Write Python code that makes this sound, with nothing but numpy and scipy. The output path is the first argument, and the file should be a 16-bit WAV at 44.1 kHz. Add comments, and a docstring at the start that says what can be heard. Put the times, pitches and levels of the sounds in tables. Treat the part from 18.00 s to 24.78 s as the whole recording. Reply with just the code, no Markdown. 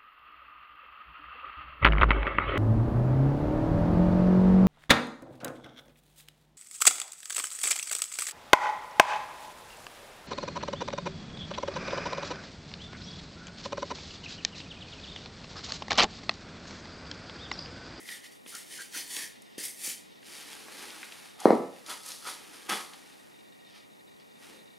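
"""Dusting off a timber block

A hand brushes sawdust off a block in quick strokes, close by in a small workshop: filtered noise made of tiny slips.
Sleeves rustle as the block is swung aside; it drags, then lands on a floor board and rocks to rest in four knocks,
made of short blows and ringing tones. Then the kneeling worker brushes dust off both hands and shifts.
Faint ticking (noise bursts through resonances) and a steady background (shaped noise: room air in the middle,
the microphones' own low noise at the sides) run throughout."""
import sys
import numpy as np
from scipy import signal
from scipy.fft import rfft, irfft, next_fast_len
from scipy.io import wavfile
from scipy.ndimage import uniform_filter1d

SR = 44100
rng = np.random.default_rng(int(sys.argv[2]) if len(sys.argv) > 2 else 0)


def int16_out(signal):
    """Quantize to a 16-bit WAV file."""
    q = np.round(np.clip(np.atleast_2d(signal).T, -1, 1) * 32767)
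    wavfile.write(sys.argv[1], SR, q.astype(np.int16))


N = 298998  # samples, about 6.8 s
T = np.arange(N) / SR


def amp(db):
    """Turns decibels into a gain."""
    return 10 ** (np.asarray(db) / 20)


def evened(x):
    """Scales a signal to an average (rms) strength of 1."""
    return x / np.sqrt(np.mean(x ** 2) + 1e-20)


def read(points, hz):
    """Reads a table between its points, on a log-frequency axis."""
    f, value = np.transpose(points)
    return np.interp(np.log(hz + 1), np.log(f + 1), value)


def add(mix, s, sound):
    """Mixes a sound in at a time in seconds."""
    part = mix[max(round(s * SR), 0):][:len(sound)]
    part += sound[:len(part)]


def coloured(x, spectrum):
    """Multiplies a signal's spectrum by a table of gains, then scales it to rms 1."""
    size = next_fast_len(N)
    gain = amp(read(spectrum, np.fft.rfftfreq(size, 1 / SR)))
    return evened(irfft(rfft(x, size) * gain, size)[:N])


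def pulse(gain_at):
    """Makes the shortest pulse, with nothing before its start, for a given gain over frequency; peak 1."""
    hz = abs(np.fft.fftfreq(4096, 1 / SR))
    log_gain = np.log(np.maximum(gain_at(hz), 1e-5))
    # the Hilbert transform finds the phase that packs the energy at the start (minimum phase)
    shape = np.fft.ifft(np.exp(np.conj(signal.hilbert(log_gain)))).real[:2048]
    return shape / abs(shape).max()


def resonate(x, hz, width):
    """Lets one frequency through at gain 1, fading to either side: a two-pole resonance."""
    return signal.lfilter(*signal.iirpeak(hz, hz / width, SR), x)


def body(x, modes):
    """Passes a signal through steep resonances (frequency, width, dB), then scales the sum to rms 1."""
    total = np.zeros(N)
    for hz, width, db in modes:
        # two passes make steep sides; widening each pass makes up for the narrowing
        once = resonate(x, hz, 1.3 * width)
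        total += amp(db) * resonate(once, hz, 1.3 * width)
    return evened(total)


def friction(per_s, spread_db, smooth, judder_db):
    """Countless tiny slips of uneven size over a smooth hiss; the contact judders in strength."""
    sizes = amp(spread_db * np.minimum(rng.exponential(1, N), 4))
    happens = rng.random(N) < per_s / SR
    slips = evened(rng.standard_normal(N) * sizes * happens)
    judder = coloured(rng.standard_normal(N), [(30, 0), (150, -10), (600, -50)])
    return evened(slips + smooth * rng.standard_normal(N)) * amp(judder_db * judder)


def gesture(s, hold_s, rise_s, fade_s):
    """Contact builds up to a time, holds, and dies away exponentially."""
    before = np.minimum(T - s, 0) / max(rise_s, .0005)
    after = np.maximum(T - s - hold_s, 0) / max(fade_s, .002)
    return np.exp(before - after)


def level(curve):
    """Gain over time from a dB curve; silent outside it."""
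    s, db = np.transpose(curve)
    return amp(np.interp(T, s, db, -np.inf, -np.inf))


# room air in the middle, tone balance: (frequency [Hz], relative level [dB per Hz])
AIR_TONE = [(15, -50.5), (25, -20), (59, -13.5), (212, 5.5), (641, -2), (818, -1), (1650, -12.5),
            (1840, -4), (3340, -12), (3620, -10), (4370, -11), (11900, -14), (16000, -24)]
# the microphones' own low noise at the sides, tone balance: (frequency [Hz], relative level [dB per Hz])
MICROPHONE_NOISE_TONE = [(25, -9), (60, -7), (170, 12), (450, 12.5), (900, 5), (1600, 0), (2600, -2.5),
                         (3600, -10.5), (5500, -42), (8000, -43.5), (11000, -33), (16000, -36.5)]


def background(air_db=-62.0, side_db=-55.0):
    """Steady background: room air in the middle, the microphones' own low noise at the sides."""
    middle = amp(air_db) * coloured(rng.standard_normal(N), AIR_TONE)
    side = amp(side_db) * coloured(rng.standard_normal(N), MICROPHONE_NOISE_TONE)
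    return np.array([middle + side, middle - side])


# narrow resonances of the ticking: (frequency [Hz], width [Hz], relative level [dB])
TICK_RESONANCES = [(1889, 55, 7), (2330, 150, 0.5), (2830, 104, 0.5), (3730, 150, 3.5), (3950, 380, -3),
                   (4770, 37, 0.5)]
# the ticking grows: (around time [s], over time [s], by level [dB])
TICK_SWELL = (5.33, 0.11, 1.26)


def ticking(typical_per_s=95, unevenness=0.75, flutter_db=2, db=-66.0, side_db=-71):
    """Tiny uneven ticks ring a few narrow resonances; one more reaches the two sides in opposite phase."""
    ticks = np.zeros(N)
    gaps, sizes = rng.standard_normal((2, 900))
    times = np.cumsum(np.exp(unevenness * gaps)) / typical_per_s
    fade = np.exp(-np.arange(600) / SR / .008)
    for s, size in zip(times, amp(flutter_db * sizes.clip(-2, 1))):
        add(ticks, s, size * rng.standard_normal(600) * fade)
    side = amp(side_db) * body(ticks, [(3660, 140, 0)])
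    around_s, over_s, by_db = TICK_SWELL
    swell = amp(by_db * .5 * np.tanh((T - around_s) / over_s))
    return swell * (amp(db) * body(ticks, TICK_RESONANCES) + np.array([side, -side]))


# the hand strokes the timber: (full contact time [s], hold [s], rise time [s], relative rub level [dB],
# relative fine hiss level [dB], frequency at which the timber sings [Hz], singing level over the rub's [dB])
HAND_STROKES = [(0.0, 0.0062, .01, -59, -56, 1960, 3), (0.093, 0.059, 0.032, -47.5, -49, 1940, -1),
                (0.243, 0.0087, 0.0095, -50.5, -56.5, 1940, -6),
                (0.322, 0.013, 0.0082, -63, -63, 1940, -13), (0.482, .05, 0.017, -53, -52, 1890, -11),
                (0.548, 0.067, 0.01, -50.5, -52, 1900, -30), (0.713, 0.12, 0.02, -47.5, -50, 1890, -11.5),
                (0.948, 0.059, .016, -41.5, -42.5, 1900, -12), (1.112, 0.057, 0.026, -47, -44, 1840, -16),
                (1.191, 0.049, 0.031, -42.5, -44.5, 1835, -4.5),
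                (1.581, 0.037, 0.0012, -46, -44.5, 1820, -6), (1.637, 0.035, 0.0078, -50.5, -40, 2080, 0.5),
                (1.848, 0.058, 0.035, -41.5, -37, 2310, -11)]
# fingers rub faintly as they hold on or shift: (time [s], hold [s], relative level [dB])
FINGER_GRIPS = [(1.357, 0.23, -62), (2.028, 0.15, -62.5), (5.685, 0.0078, -65.5), (5.752, 0.025, -57),
                (6.205, 0.0087, -66.5)]
# tone balance of skin on wood: (frequency [Hz], relative level [dB per Hz])
SKIN_TONE = [(350, -25), (600, -20), (801, -9.5), (1080, -12.5), (1550, -11.5), (1660, -10), (1800, 0),
             (2830, -3), (3160, 1), (4110, -4.5), (4460, 0), (7940, -6.5), (9360, -1.5), (14900, -16.5),
             (16000, -16)]
# tone balance of the low murmur under a push, also of flapping folds: (frequency [Hz], relative level [dB per Hz])
PUSH_TONE = [(60, -22.5), (140, -14), (280, 4), (480, -0.5), (700, -12), (1500, -37.5), (4000, -80.5)]


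def hand(ridge_db=2.5, sharpness=9, grip_s=0.044, lift_s=0.034):
    """Skin catches on the ridges of sawn grain; the block murmurs under the push and sings in a narrow band."""
    rub = coloured(friction(per_s=8000, spread_db=1.8, smooth=1.5, judder_db=1.2), SKIN_TONE)
    # the shifting gap under the fingers picks out narrow bands that come and go
    z = signal.stft(rub, nperseg=512)[2]
    bands = uniform_filter1d(rng.standard_normal(z.shape), size=14, axis=1)
    bands = evened(uniform_filter1d(bands, size=2, axis=0))
    rub = signal.istft(z * amp(ridge_db * bands), nperseg=512)[1][:N]
    # split the rub at 6 kHz into a coarse part and a fine hiss
    coarse = signal.sosfiltfilt(signal.butter(3, 6000, fs=SR, output="sos"), rub)
    fine = amp(1.33) * evened(rub - coarse)
    murmur = coloured(rng.standard_normal(N), PUSH_TONE)
    low = amp(-1.5) * evened(coarse) + amp(-19) * murmur
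    slips = friction(per_s=1200, spread_db=1.5, smooth=0.61, judder_db=0.0)
    out = np.zeros(N)
    for s, hold_s, db in FINGER_GRIPS:
        out += amp(db) * low * gesture(s, hold_s, grip_s, grip_s)
    for s, hold_s, rise_s, rub_db, hiss_db, hz, sing_db in HAND_STROKES:
        sing = amp(sing_db) * body(slips, [(hz, hz / sharpness, 0)])
        stroke = amp(rub_db) * (low + sing) + amp(hiss_db) * fine
        out += stroke * gesture(s, hold_s, rise_s, lift_s)
    return out


# the palm meets the block: (time [s], relative peak level [dB])
PALM_PATS = [(0.035, -48), (0.462, -42.5), (0.548, -48), (0.801, -46), (0.963, -42.5), (1.17, -40),
             (1.581, -30), (1.877, -37.5)]
# the held block's answer to a pat: (frequency [Hz], relative level [dB])
BLOCK_NUDGE = [(60, -30), (160, -6), (290, 1.5), (480, 1), (700, -15.5), (1500, -44), (4000, -76)]


def pats(trim_db=-2.5):
    """Soft pushes of the palm nudge the held block into a brief, dull ring: one shaped pulse each."""
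    out, pat = np.zeros(N), pulse(lambda hz: amp(read(BLOCK_NUDGE, hz)))
    for s, db in PALM_PATS:
        add(out, s, amp(db + trim_db) * pat)
    return out


# crumbs of grit and creases snap: (time [s], relative level [dB], centre frequency [Hz])
GRIT_SNAPS = [(0.0892, -25.5, 2530), (0.4623, -33, 1890), (0.551, -24, 5860), (0.9564, -38, 9910),
              (0.9792, -41, 9190), (1.1667, -20, 3100), (1.421, -38.5, 9400), (2.229, -38.5, 2150),
              (2.2535, -38, 3500), (2.6833, -31, 1030), (2.8379, -30.5, 1150), (2.9043, -31, 3130),
              (3.03, -24, 2020), (3.1225, -29.5, 2620), (3.4018, -28, 6800), (3.863, -30.5, 4640),
              (4.062, -27.5, 8500), (4.0877, -27, 10050), (4.118, -24, 4500), (4.4476, -39, 2910),
              (4.9345, -34.5, 2940), (6.199, -45, 3610)]


def snaps(octaves=0.81, crumble_s=0.0036, crumble=0.39, trim_db=-20.5):
    """Each snap is a small click around one frequency, with a crumbling tail of fading noise."""
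    out, t = np.zeros(N), np.arange(900) / SR
    for s, db, centre_hz in GRIT_SNAPS:
        def click_gain(hz):
            """A hump around the centre frequency, cut above about 13 kHz."""
            distance = np.log2((hz + 1) / centre_hz) / octaves
            return 1 / (1 + distance ** 4) / (1 + (hz / 13000) ** 12)

        crumbling = crumble * rng.standard_normal(len(t)) * np.exp(-t / crumble_s)
        snap = signal.fftconvolve(pulse(click_gain), (t == 0) + crumbling)[:len(t)]
        add(out, s, amp(db + trim_db) * evened(snap))
    return out


# pockets of air sing as palms close; the 227 Hz row is a low thump:
# (middle time [s], length [s], frequency [Hz], level [dB])
POCKETS_AND_THUMP = [(0.545, 0.042, 1410, -47), (0.799, .035, 1554, -42.5), (0.958, 0.032, 1490, -44),
                     (4.276, .07, 1400, -50.5), (4.724, .046, 227, -47), (4.793, 0.21, 1160, -56)]


def hollows(sharpness=8):
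    """Friction swells and fades through a resonance: closing air pockets sing, and one low thump sounds."""
    slips = friction(per_s=1400, spread_db=2.5, smooth=0.88, judder_db=-2.0)
    out = np.zeros(N)
    for s, length_s, hz, db in POCKETS_AND_THUMP:
        swell = np.exp(-(2 * (T - s) / length_s) ** 2)
        out += amp(db) * swell * body(slips, [(hz, 40 + hz / sharpness, 0)])
    return out


# one long sweep of the arms carries the block aside: (time [s], relative swish level [dB])
ARM_SWEEP = [(2.21, -70), (2.27, -50.5), (2.38, -45), (2.46, -49.5), (2.52, -45.5), (2.66, -51.5),
             (2.79, -45), (3.2, -51.5), (3.27, -51.5), (3.37, -61.5)]
# loose folds flap in the sweep: (fullest time [s], hold [s], rise time [s], fade time [s], relative level [dB])
FOLD_FLAPS = [(2.286, 0.14, 0.09, .1, -61.5), (2.78, .1, 0.19, .17, -53.5)]
# shorter shifts of sleeves and trousers: (time [s], hold [s], rise time [s], fade time [s],
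# swish level [dB], relative level of the flapping folds [dB])
CLOTH_SHIFTS = [(3.44, 0.084, .02, 0.095, -50, -63), (3.76, 0.12, 0.056, 0.059, -59, -76),
                (4.42, 0.31, 0.15, 0.064, -53.5, -60.5), (4.975, 0.13, .05, 0.29, -58.5, -64.5),
                (6.43, 0.035, 0.039, 0.09, -55, -70), (6.495, .06, 0.023, .07, -66, -55.5)]
# tone balance of fabric on fabric: (frequency [Hz], relative level [dB per Hz])
FABRIC_TONE = [(240, -32), (400, -6), (598, -9), (865, 0), (949, -4), (1140, -2), (2120, -0.5),
               (4880, -3.5), (7990, -8.5), (9920, -5), (14800, -18.5), (16000, -28.5)]


def cloth(sleeve_s=2.36, blend_s=0.085, sweep_db=-.5, flap_db=-4):
    """The block turns in the fingers, then fabric slides over fabric while its folds flap."""
    slips = friction(per_s=3000, spread_db=2.6, smooth=1.3, judder_db=.9)
    # the tone passes from skin to fabric around sleeve_s
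    sleeve = .5 + .5 * np.tanh((T - sleeve_s) / blend_s / 2)
    swish = (1 - sleeve) * coloured(slips, SKIN_TONE) + sleeve * coloured(slips, FABRIC_TONE)
    folds = amp(flap_db) * coloured(rng.standard_normal(N), PUSH_TONE)
    out = amp(sweep_db) * swish * level(ARM_SWEEP)
    for s, hold_s, rise_s, fade_s, db in FOLD_FLAPS:
        out += amp(db) * folds * gesture(s, hold_s, rise_s, fade_s)
    for s, hold_s, rise_s, fade_s, swish_db, folds_db in CLOTH_SHIFTS:
        moving = amp(swish_db) * swish + amp(folds_db) * folds
        out += moving * gesture(s, hold_s, rise_s, fade_s)
    return out


# dusty scuffs, and palms that meet and slide apart: (full contact time [s], hold [s], rise time [s],
# fade time of the hiss [s], relative grit hiss level [dB], relative drag level [dB])
DUSTY_SCUFFS = [(3.401, 0.062, 0.016, .008, -49, -46.5), (3.872, 0.028, .008, .02, -44, -47.5),
                (3.901, 0.0045, 0.0029, 0.046, -39.5, -36.5), (4.084, 0.018, 0.042, 0.07, -41, -48.5),
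                (4.273, 0.02, 0.025, 0.043, -39, -40.5), (4.533, 0.0082, 0.0028, 0.036, -50, -53),
                (4.695, 0.0056, 0.0043, 0.078, -33, -29), (4.935, 0.0027, 0.0038, 0.02, -58.5, -48.5),
                (5.752, 0.03, 0.0091, 0.018, -65, -62)]
# tone balance of rolling dust: (frequency [Hz], relative level [dB per Hz])
GRIT_TONE = [(1180, -27.5), (2000, -12), (2760, -7), (3260, -4.5), (3940, -1), (4450, 1), (8050, -5.5),
             (10000, -0.5), (14500, -16), (16000, -26)]
# tone balance of dragging palms: (frequency [Hz], relative level [dB per Hz])
DRAG_TONE = [(30, -48), (70, -39.5), (130, -18), (230, -10.5), (330, -8), (520, -7), (680, -10),
             (900, -6.5), (1300, -3), (1550, -6), (2000, -3.5), (2800, -10), (3400, -3.5), (5000, -40.5)]
# resonances of cupped palms: (frequency [Hz], width [Hz], relative level [dB])
CUPPED_PALMS = [(870, 390, 1), (1160, 170, -6.5), (1260, 150, 9.5)]


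def scuffs(drag_fade_share=0.69):
    """Dust rolls between sliding surfaces: it hisses, and drags the cupped palms into sound."""
    rolling = friction(per_s=3700, spread_db=1.5, smooth=1.1, judder_db=1.2)
    grit = amp(-.7) * coloured(rolling, GRIT_TONE)
    slips = friction(per_s=1900, spread_db=-1, smooth=1.0, judder_db=2)
    drag = amp(-1.5) * coloured(slips, DRAG_TONE) + amp(-14.0) * body(slips, CUPPED_PALMS)
    out = np.zeros(N)
    for s, hold_s, rise_s, fade_s, hiss_db, drag_db in DUSTY_SCUFFS:
        out += amp(hiss_db) * grit * gesture(s, hold_s, rise_s, fade_s)
        # the pressure lets go sooner than the sliding stops
        out += amp(drag_db) * drag * gesture(s, hold_s, rise_s, drag_fade_share * fade_s)
    return out


# the block's edge drags on the board just before it drops: (time [s], frequency [Hz], width [Hz], level [dB])
EDGE_SKID = [(3.443, 780, 129, -42.5)]


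def skid(rise_s=.028, fade_s=.02):
    """The dragging edge groans louder until the block lands: friction through one resonance."""
    slips = friction(per_s=1200, spread_db=3, smooth=0.54, judder_db=-2.0)
    out = np.zeros(N)
    for s, hz, width, db in EDGE_SKID:
        out += amp(db) * body(slips, [(hz, width, 0)]) * gesture(s, .012, rise_s, fade_s)
    return out


# the block lands and rocks: (time [s], relative blow level [dB], frequency above which the blow weakens [Hz])
BLOCK_KNOCKS = [(3.4550, 2.5, 997), (3.481, -21, 650), (3.5049, -0.5, 996), (3.5310, -8.5, 715)]
# tone balance of a blow on the board: (frequency [Hz], relative level [dB])
BLOW_TONE = [(30, -52), (80, -37), (130, -17.5), (220, 0), (400, 4), (620, 0), (900, -5), (1400, -7),
             (2100, -11), (5000, -8), (9000, -21)]
# block and board ring together: (frequency [Hz], relative level [dB],
# time to fade by 60 dB [s], capped by longest_ring_s below)
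BOARD_RING = [(117, -25, 0.72), (146, -21.5, .45), (186, -12, 0.42), (243, -13, 0.301), (269, -5.5, 0.27),
              (341, -11.5, .42), (388, -2.5, 0.37), (425, -11, 0.21), (478, 1, 1), (564, -8, .48),
              (604, -5, .38), (702, -13.5, .45), (784, -19, .45), (830, -17.5, .42), (1003, -15, .45),
              (1093, -12.5, 0.45), (1165, -9, 0.68), (1250, -12.5, .45), (1302, -15, 0.44)]
# the timber's own high resonances: (frequency [Hz], width [Hz], relative level [dB])
TIMBER_CHATTER = [(1680, 68, -10.5), (1817, 85, -1), (2066, 160, -2.5)]
# the crack of dust under an edge: (frequency [Hz], width [Hz], relative level [dB])
DUST_CRACK = [(2170, 550, 1), (3820, 1300, -4.5)]


def knocks(ring_db=-31, blow_db=-2.36, lag_s=0.00099, chatter_db=-38, chatter_s=0.056, crack_db=-66,
           longest_ring_s=.52):
    """Each edge of the block gives the board a short blow; the timber chatters and rings on after it."""
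    blows, strikes, t = np.zeros(N), np.zeros(N), np.arange(SR) / SR
    # bending waves spread out in the board: low tones arrive later (by lag_s at 500 Hz)
    travel = np.exp(-4j * np.pi * lag_s * np.sqrt(500 * np.fft.rfftfreq(4096, 1 / SR)))
    for s, db, contact_hz in BLOCK_KNOCKS:
        blow = pulse(lambda hz: amp(read(BLOW_TONE, hz)) / np.sqrt(1 + (hz / contact_hz) ** 8))
        add(blows, s, -amp(db) * irfft(rfft(blow, 2 * len(blow)) * travel))
        add(strikes, s, amp([db]))
    ring = np.zeros(SR)
    for hz, db, t60 in BOARD_RING:
        fade_db = -60 * t / min(t60, longest_ring_s)
        ring += amp(db + fade_db) * np.sin(2 * np.pi * hz * t)
    ring *= 1 - np.exp(-t / 0.0044)  # the ring builds as the waves cross the board
    ringing = signal.fftconvolve(strikes, ring)[:N]
    # dust is crushed under each edge
    grit = rng.standard_normal(SR) * np.exp(-t / 0.0012)
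    crack = body(signal.fftconvolve(strikes, grit)[:N], DUST_CRACK)
    # the face chatters from 12 ms after the first knock
    since = np.maximum(T - BLOCK_KNOCKS[0][0] - .012, 0)
    chatter_swell = (1 - np.exp(-since / 0.0028)) * np.exp(-since / chatter_s)
    chatter = body(rng.standard_normal(N), TIMBER_CHATTER) * chatter_swell
    contact = amp(blow_db) * (blows + amp(crack_db) * crack)
    return contact + amp(ring_db) * ringing + amp(chatter_db) * chatter


# stereo width of the reflections at two closely spaced microphone ports: (frequency [Hz], side minus mid [dB])
REFLECTION_WIDTH = [(50, -7.5), (130, -7.5), (400, -13), (1200, -5.5), (2200, -4.5), (4000, -47.5),
                    (8000, -38), (13000, -8)]


def ports(mid, diffuse):
    """Left and right: sound from all around differs a little between the ports."""
    size = 2 ** 19
    gain = amp(read(REFLECTION_WIDTH, np.fft.rfftfreq(size, 1 / SR)))
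    side = irfft(rfft(diffuse, size) * gain)[:N]
    return np.array([mid + side, mid - side])


# how fast the workshop's echoes die: (frequency [Hz], time to fade by 60 dB [s])
ROOM_FADE = [(100, 0.51), (300, 0.39), (700, .48), (2000, 0.35), (6000, .35), (14000, 0.29)]


def room(x, build_s=0.0028):
    """Dense reflections, made from noise in which each band dies at its own speed."""
    hz, t, z = signal.stft(rng.standard_normal((2, SR)), SR, nperseg=256)
    fade = amp(-60 * t / read(ROOM_FADE, hz)[:, None])
    tail = signal.istft(z * fade, SR, nperseg=256)[1]
    tail = tail * (1 - np.exp(-(np.arange(tail.shape[1]) / SR / build_s) ** 2))
    tail = tail / np.linalg.norm(tail[0])
    mid, diffuse = signal.fftconvolve(x[None], tail, axes=1)[:, :N]
    return ports(mid, diffuse)


def off_centre(x, lead=0.027):
    """Direct sound reaches the left port a fraction of a sample early and the right as much late."""
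    slope = lead * np.diff(x, prepend=0)
    return np.array([x + slope, x - slope])


def scene():
    """Handling close by, dusting and the landing a little farther, all in one room."""
    near = hand() + pats() + snaps() + hollows() + cloth() + skid()
    dusting, landing = scuffs(), knocks()
    direct = off_centre(near + amp(-1.5) * dusting + landing)
    reflected = room(amp(-9.0) * near + amp(-6.5) * dusting + amp(-6.0) * landing)
    return background() + ticking() + direct + reflected


def record(dry, edge_hz=15800):
    """The upper band limit: a steep filter removes the highest treble."""
    band_limit = signal.firwin(511, edge_hz, window=("kaiser", 9), fs=SR)
    return signal.oaconvolve(dry, band_limit[None], "same")


dry = scene()
out = record(dry)
int16_out(out)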